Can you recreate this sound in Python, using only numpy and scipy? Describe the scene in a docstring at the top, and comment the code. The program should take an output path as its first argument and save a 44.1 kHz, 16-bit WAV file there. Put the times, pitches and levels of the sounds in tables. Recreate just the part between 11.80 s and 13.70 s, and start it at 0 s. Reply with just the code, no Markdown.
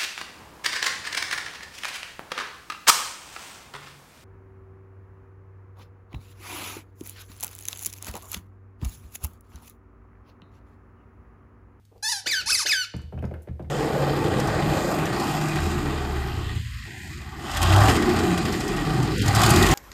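"""Dog with a squeaky toy

A small room, one microphone close to the dog's plastic bed. The dog bites a rubber toy twice:
a reed squeals as the air is pressed out, and again as the toy refills. Then the dog swings
the toy and it knocks against the bed. Teeth and collar click now and then over a low hum."""
import sys
import numpy as np
from scipy import signal
from scipy.fft import rfft, irfft
from scipy.io import wavfile

SR = 44100
rng = np.random.default_rng(int(sys.argv[2]) if len(sys.argv) > 2 else 0)


def unload_wav(signal):
    """Save mono or channel-first audio to the path in sys.argv[1] as 16-bit WAV at rate SR, clipped to [-1, 1]."""
    wavfile.write(
        sys.argv[1],
        SR,
        np.round(np.clip(np.atleast_2d(signal).T, -1, 1) * 32767).astype(np.int16),
    )


N = 83790
CUTOFF_HZ = 15500


def amp(db):
    """Decibels to gain."""
    return 10 ** (np.asarray(db) / 20)


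def unit(x):
    """Scales to rms 1."""
    return x / np.sqrt(np.mean(x ** 2) + 1e-20)


def decay(t, t60_s):
    """An envelope that falls 60 dB in t60_s."""
    return np.exp(-np.log(1000) * t / t60_s)


def read(points, hz):
    """Reads a table on a log-frequency axis."""
    freq_hz, value = np.transpose(points)
    return np.interp(np.log(hz + 1), np.log(freq_hz + 1), value)


def add(mix, start_s, sound):
    """Mixes a sound in at start_s."""
    part = mix[round(start_s * SR):][:len(sound)]
    part += sound[:len(part)]


def noise(colour, size=N):
    """Noise of rms 1 with the given spectrum and random phases."""
    hz = np.fft.rfftfreq(size, 1 / SR)
    return unit(irfft(amp(read(colour, hz)) * np.exp(2j * np.pi * rng.random(len(hz))), size))


def wobble(rate_hz, size=N):
    """Random drift of rms 1, up to the given rate."""
    hz = np.fft.rfftfreq(size, 1 / SR)
    return unit(irfft(rfft(rng.standard_normal(size)) / (1 + (hz / rate_hz) ** 4), size))


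def burst(colour, t60_s, rise_s=.001):
    """A dense ring that starts quickly and dies away."""
    t = np.arange(8192) / SR
    return noise(colour, len(t)) * decay(t, t60_s) * (1 - np.exp(-(t / rise_s) ** 2))


def room_tone(air_db=-64, hum_db=-58.5, hum_hz=100.7):
    """Quiet room air and a steady electrical hum."""
    # Spectrum of the air: freq_hz, gain_db
    air_colour = [(25, -10), (60, 5), (130, -5), (250, -6.5), (500, -19.5), (1500, -23.5), (8000, -33),
                  (15000, -33)]
    hum = np.sqrt(2) * np.sin(2 * np.pi * hum_hz * np.arange(N) / SR)
    return amp(air_db) * noise(air_colour) + amp(hum_db) * hum


def clicks():
    """Snaps of teeth and softer ticks of the collar; the shortest start most sharply."""
    # Teeth and collar: start_s, level_db, t60_s, brightest_hz
    ticks = [(0.051, -50, 0.018, 5650), (.178, -53, .018, 4630), (1.165, -40.5, 0.012, 7600),
             (1.215, -50.5, 0.03, 7000), (1.391, -59, .016, 12000), (1.42, -51.5, 0.041, 2300),
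             (1.453, -41.5, 0.0089, 5600), (1.538, -52, 0.017, 14000), (1.619, -48.5, 0.03, 9730),
             (1.629, -48, 0.021, 13100), (1.824, -51.5, 0.022, 3700)]
    out = np.zeros(N)
    for start_s, level_db, t60_s, brightest_hz in ticks:
        colour = [(brightest_hz / 4, -22), (brightest_hz, 0), (brightest_hz * 2, -12)]
        add(out, start_s, amp(level_db) * burst(colour, t60_s, rise_s=.08 * t60_s))
    return out


def shoves():
    """The muzzle rubs the toy over the mat, and the bed rumbles beneath."""
    # Pushes of the muzzle: start_s, length_s, rustle_db, rumble_db
    pushes = [(0.113, 0.022, -55, -76), (0.147, 0.04, -55, -56.5), (0.442, 0.0075, -45.5, -67.5),
              (0.459, 0.022, -35.5, -69.5), (0.587, 0.1, -57, -45.5), (0.704, 0.05, -49, -44),
              (0.851, 0.017, -37, -48)]
    # Spectra of mat and bed: freq_hz, gain_db
    rustle_colour = [(100, -28), (250, -7), (450, 4.5), (650, -1.5), (1000, -9), (3000, -49),
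                     (10000, -40.5)]
    rumble_colour = [(25, -23), (48, -7), (66, 1.5), (95, -15), (250, -18), (1000, -47)]
    out = np.zeros(N)
    for start_s, length_s, rustle_db, rumble_db in pushes:
        swell = np.sin(np.pi * np.arange(0, length_s, 1 / SR) / length_s)
        rub = amp(rustle_db) * noise(rustle_colour) + amp(rumble_db) * noise(rumble_colour)
        add(out, start_s, swell * rub[:len(swell)])
    return out


def squeak(stroke, colour, air_db=-32, jitter_hz=535, attack_s=.005, release_s=.004):
    """Air flow sets the reed's pitch; driven hard, it rasps, thins and skips every other beat."""
    # How hard the reed rattles: time_s, rasp_0_to_1
    rasp_curve = [(.275, .05), (.32, .6), (.37, .2), (.46, .3), (.475, .9), (.5, .4), (.55, .3), (.66, .3),
                  (.71, .9), (.74, .4), (.81, .95), (.87, .8), (.9, .3), (.94, .35), (.98, .03)]
    time_s, pitch_hz, level_db = np.transpose(stroke)
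    t = np.arange(time_s[0], time_s[-1], 1 / SR)
    n = len(t)
    glide_hz = np.interp(t, time_s, pitch_hz)
    strain = np.interp(glide_hz, [1650, 2450], [0, 1])
    rasp = np.interp(t, *np.transpose(rasp_curve))
    hz = glide_hz * (1 + (.0011 + .03 * rasp) * wobble(jitter_hz)[:n])
    phase = 2 * np.pi * np.cumsum(hz) / SR

    harmonic = np.arange(1, 43)[:, None] / 2  # the half steps are the skipped beats
    flicker = np.array([wobble(rate_hz=90, size=16384)[:n] for _ in harmonic])
    flare_db = (2 + 3 * strain) * flicker
    thinning_db = -5 * strain * (harmonic == 1)
    weights = amp(read(colour, harmonic * hz) + flare_db + thinning_db) * (harmonic * hz < CUTOFF_HZ)
    weights *= np.where(harmonic % 1 > 0, amp(-17) * strain, 1)
    weights /= np.sqrt((weights ** 2).sum(0) / 2)
    tone = (weights * np.cos(harmonic * phase + 2 * np.pi * rng.random(harmonic.shape))).sum(0)
    tone *= 1 + .033 * wobble(jitter_hz)[:n]

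    highpass = signal.butter(2, 2400, "high", fs=SR, output="sos")
    hiss = unit(signal.sosfilt(highpass, noise(colour)))[:n]
    air = (amp(air_db) + amp(-7) * rasp) * hiss * (1 + np.cos(phase) / 2)  # pulses with the reed
    gate = np.clip((t - time_s[0]) / attack_s, 0, 1) * np.clip((time_s[-1] - t) / release_s, 0, 1)
    return time_s[0], (tone + air) * gate * amp(np.interp(t, time_s, level_db))


def toy():
    """A soft bite and a hard one, each followed by the toy sucking air back in; later a tooth slips."""
    # Strokes of air through the reed, and a tooth on the rubber: time_s, pitch_hz, level_db
    soft_bite = [(.225, 790, -30.5), (.253, 888, -26), (.268, 858, -26.5), (.285, 915, -25),
                 (.304, 1008, -25.5), (.314, 968, -27.5), (.324, 905, -22), (.336, 835, -29),
                 (.354, 808, -31), (.396, 765, -36), (.414, 660, -50)]
    first_refill = [(.457, 1370, -35), (.467, 1500, -25), (.473, 1880, -22.5), (.479, 2360, -25),
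                    (.488, 2480, -28), (.511, 2320, -26), (.519, 2080, -22.5), (.54, 1720, -21),
                    (.555, 1565, -26), (.582, 1520, -25.5), (.6, 1465, -28.5), (.613, 1340, -32),
                    (.628, 1080, -44)]
    hard_bite = [(.657, 815, -33), (.677, 890, -26.5), (.691, 1190, -25), (.706, 1520, -19),
                 (.714, 2100, -22.5), (.723, 2700, -19), (.733, 2520, -24), (.749, 2410, -18.5),
                 (.754, 2100, -20), (.769, 1940, -29), (.785, 1760, -24), (.793, 1560, -24),
                 (.798, 1300, -25.5), (.811, 1140, -25), (.83, 875, -28.5), (.842, 780, -34)]
    second_refill = [(.856, 1440, -29), (.864, 1600, -23), (.871, 2200, -22), (.876, 2680, -27),
                     (.886, 3180, -26), (.895, 2550, -22), (.914, 2450, -20.5), (.919, 2240, -17),
                     (.925, 1950, -21), (.934, 1720, -17.5), (.942, 1670, -22.5), (.958, 1548, -25.5),
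                     (1.014, 1487, -26.5), (1.04, 1385, -31), (1.054, 1080, -42)]
    tooth_slip = [(1.386, 2296, -53), (1.391, 2940, -49), (1.399, 3500, -83)]
    # Spectra that shape their overtones and hiss: freq_hz, gain_db
    soft_colour = [(300, -57), (700, -4.5), (950, -10.5), (1350, -12.5), (1720, 1), (2050, -10),
                   (2650, -13.5), (3300, -9.5), (4400, 0.5), (5400, 1), (6800, -3), (8100, -12.5),
                   (9800, -7), (11500, -15), (15000, -28.5)]
    refill_colour = [(500, -40), (1100, -19), (1400, -4), (1560, 1), (1800, 3.5), (2020, -7), (2350, 2),
                     (2700, -5), (2940, 1), (3130, -9), (3500, -2), (4600, -.5), (5050, -.5), (5400, -8),
                     (5900, -5), (7500, -14), (8300, -21), (9200, -15), (10600, -25), (12500, -21),
                     (15000, -32)]
    hard_colour = [(300, -36), (850, -11), (1450, -3), (1850, -10), (2400, -6), (3300, -14), (4200, -1),
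                   (5200, 1), (6500, -4.5), (8200, -12.5), (10000, -7), (12300, -22.5), (15000, -31.5)]
    slip_colour = [(1000, -14), (2900, 11), (6000, -29), (15000, -27)]
    out = np.zeros(N)
    add(out, *squeak(soft_bite, soft_colour))
    add(out, *squeak(first_refill, refill_colour))
    add(out, *squeak(hard_bite, hard_colour))
    add(out, *squeak(second_refill, refill_colour))
    add(out, *squeak(tooth_slip, slip_colour, air_db=-6))
    return out


def hollow(x, ring_db=-8):
    """Close resonances of the hollow toy and the bed make overtones swell and break as they glide."""
    t = np.arange(2048) / SR
    ring = rng.standard_normal(len(t)) * decay(t, t60_s=.02) * (t > .0015)
    response = (t == 0) + amp(ring_db) * ring / np.linalg.norm(ring)
    return signal.fftconvolve(x, response / np.linalg.norm(response))[:N]


def knocks(detune=.058, spot_db_per_octave=7, thump_rise_s=.004):
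    """Each blow slaps the plastic and rings the shell, most in the modes that suit the struck spot."""
    # The toy strikes the bed: start_s, thump_db, slap_db, edge_db, spot_hz
    blows = [(1.137, -25, -31.5, -42, 149), (1.193, -42, -62, -48, 70.1), (1.23, -34.5, -61, -60, 63.4),
             (1.323, -33, -30, -57, 150), (1.338, -27, -45, -57, 117), (1.375, -30, -36, -48, 135),
             (1.424, -19.5, -28, -46, 179), (1.439, -46, -32, -39.5, 81.5), (1.51, -34.5, -31.5, -51, 125),
             (1.538, -43, -36, -44, 80), (1.672, -39.5, -35.5, -53.5, 200), (1.684, -25.5, -70, -48, 114),
             (1.794, -30, -28.5, -51.5, 125), (1.845, -32.5, -71, -55, 105.3)]
    # Modes of the bed's plastic shell: pitch_hz, gain_db, t60_s
    bed_modes = [(56.9, -6.5, 0.46), (78.3, 3, 0.29), (111.9, -11.5, 0.29), (125, 4, 0.15),
                 (146.4, -2.5, 0.13), (200, -2.5, 0.14), (242.7, -10.5, 0.33), (322, -8, 0.17),
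                 (368.6, -5.5, 0.055)]
    # Rubber on plastic, the flat of the toy and its hard edge: freq_hz, gain_db
    slap_colour = [(100, -1), (250, -2.5), (400, -2), (560, -4.5), (750, -8), (1100, -27.5), (2000, -31.5),
                   (5000, -56)]
    edge_colour = [(400, -28), (900, 8), (1500, 9), (1850, 7), (2400, 2.5), (3000, -6), (4500, -15),
                   (7000, -28), (15000, -36)]
    out = np.zeros(N)
    t = np.arange(SR // 2) / SR
    rise = 1 - np.exp(-(t / thump_rise_s) ** 2)
    mode_hz, gain_db, t60_s = np.transpose(bed_modes)[:, :, None]
    for start_s, thump_db, slap_db, edge_db, spot_hz in blows:
        mode_db = gain_db - spot_db_per_octave * abs(np.log2(mode_hz / spot_hz))
        pitch_hz = mode_hz * (1 + detune * (2 * rng.random(mode_hz.shape) - 1))
        shell = (amp(mode_db) * decay(t, t60_s) * np.sin(2 * np.pi * pitch_hz * t)).sum(0)
        add(out, start_s, amp(thump_db) * shell * rise)
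        add(out, start_s, amp(slap_db) * burst(slap_colour, t60_s=.085))
        add(out, start_s, amp(edge_db) * burst(edge_colour, t60_s=.06))
    return bend(out)


def bend(x, longest_lag_s=.01267, corner_hz=302):
    """Low bending waves cross the shell more slowly, so each knock falls from slap to thump."""
    hz = np.fft.rfftfreq(2 * N, 1 / SR)
    lag_cycles = longest_lag_s * corner_hz * (1 - np.exp(-hz / corner_hz))
    return irfft(rfft(x, 2 * N) * np.exp(-2j * np.pi * lag_cycles))[:N]


def room(x, tail_db, early_db=-10, ring_db=-10, ring_hz=2945, ring_t60_s=.7):
    """Direct sound, near echoes, early scatter, a tail that dies by band and one lingering resonance."""
    # Reverberation of the small room: freq_hz, t60_s
    decay_times = [(100, .3), (500, .6), (1400, 0.43), (3000, 0.64), (5500, 0.45), (9000, 0.36),
                   (15000, 0.14)]
    # Echoes from floor and bed: delay_s, gain
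    echoes = [(.0031, 0.12), (.0052, 0.12)]
    t = np.arange(SR) / SR
    hz, frame_s, bands = signal.stft(rng.standard_normal(SR), SR, nperseg=256)
    bands *= decay(frame_s, read(decay_times, hz)[:, None])
    tail = signal.istft(bands, SR, nperseg=256)[1][:SR] * np.minimum(t / .0069, 1)
    scatter = rng.standard_normal(SR) * (rng.random(SR) < .05)
    early = scatter * (t > .004) * decay(t, t60_s=.16)
    response = (amp(tail_db) * unit(tail) + amp(early_db) * unit(early)) / np.sqrt(SR)
    ring = decay(t, ring_t60_s) * np.cos(2 * np.pi * ring_hz * t)
    resonant_gain = ring_t60_s * SR / (2 * np.log(1000))
    response += amp(ring_db) * ring / resonant_gain
    response[0] = 1  # direct sound
    for delay_s, gain in echoes:
        add(response, delay_s, np.array([gain]))
    return signal.fftconvolve(x, response / np.linalg.norm(response))[:N]


def scene():
    """Toy and bed reach one microphone, the squeaks with less of the room on them."""
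    handling = knocks() + clicks() + shoves()
    squeaks = hollow(toy())
    return (room(squeaks, tail_db=-14.5) + room(handling, tail_db=-9.5) + room_tone())[None]


def record(dry, low_cut_hz=36):
    """The microphone's low cut and the recorder's band limit."""
    low_cut = signal.butter(2, low_cut_hz, "high", fs=SR, output="sos")
    lowpass = signal.firwin(511, CUTOFF_HZ, window=("kaiser", 9), fs=SR)
    return signal.oaconvolve(signal.sosfilt(low_cut, dry), lowpass[None], "same")


dry = scene()
out = record(dry)
unload_wav(out)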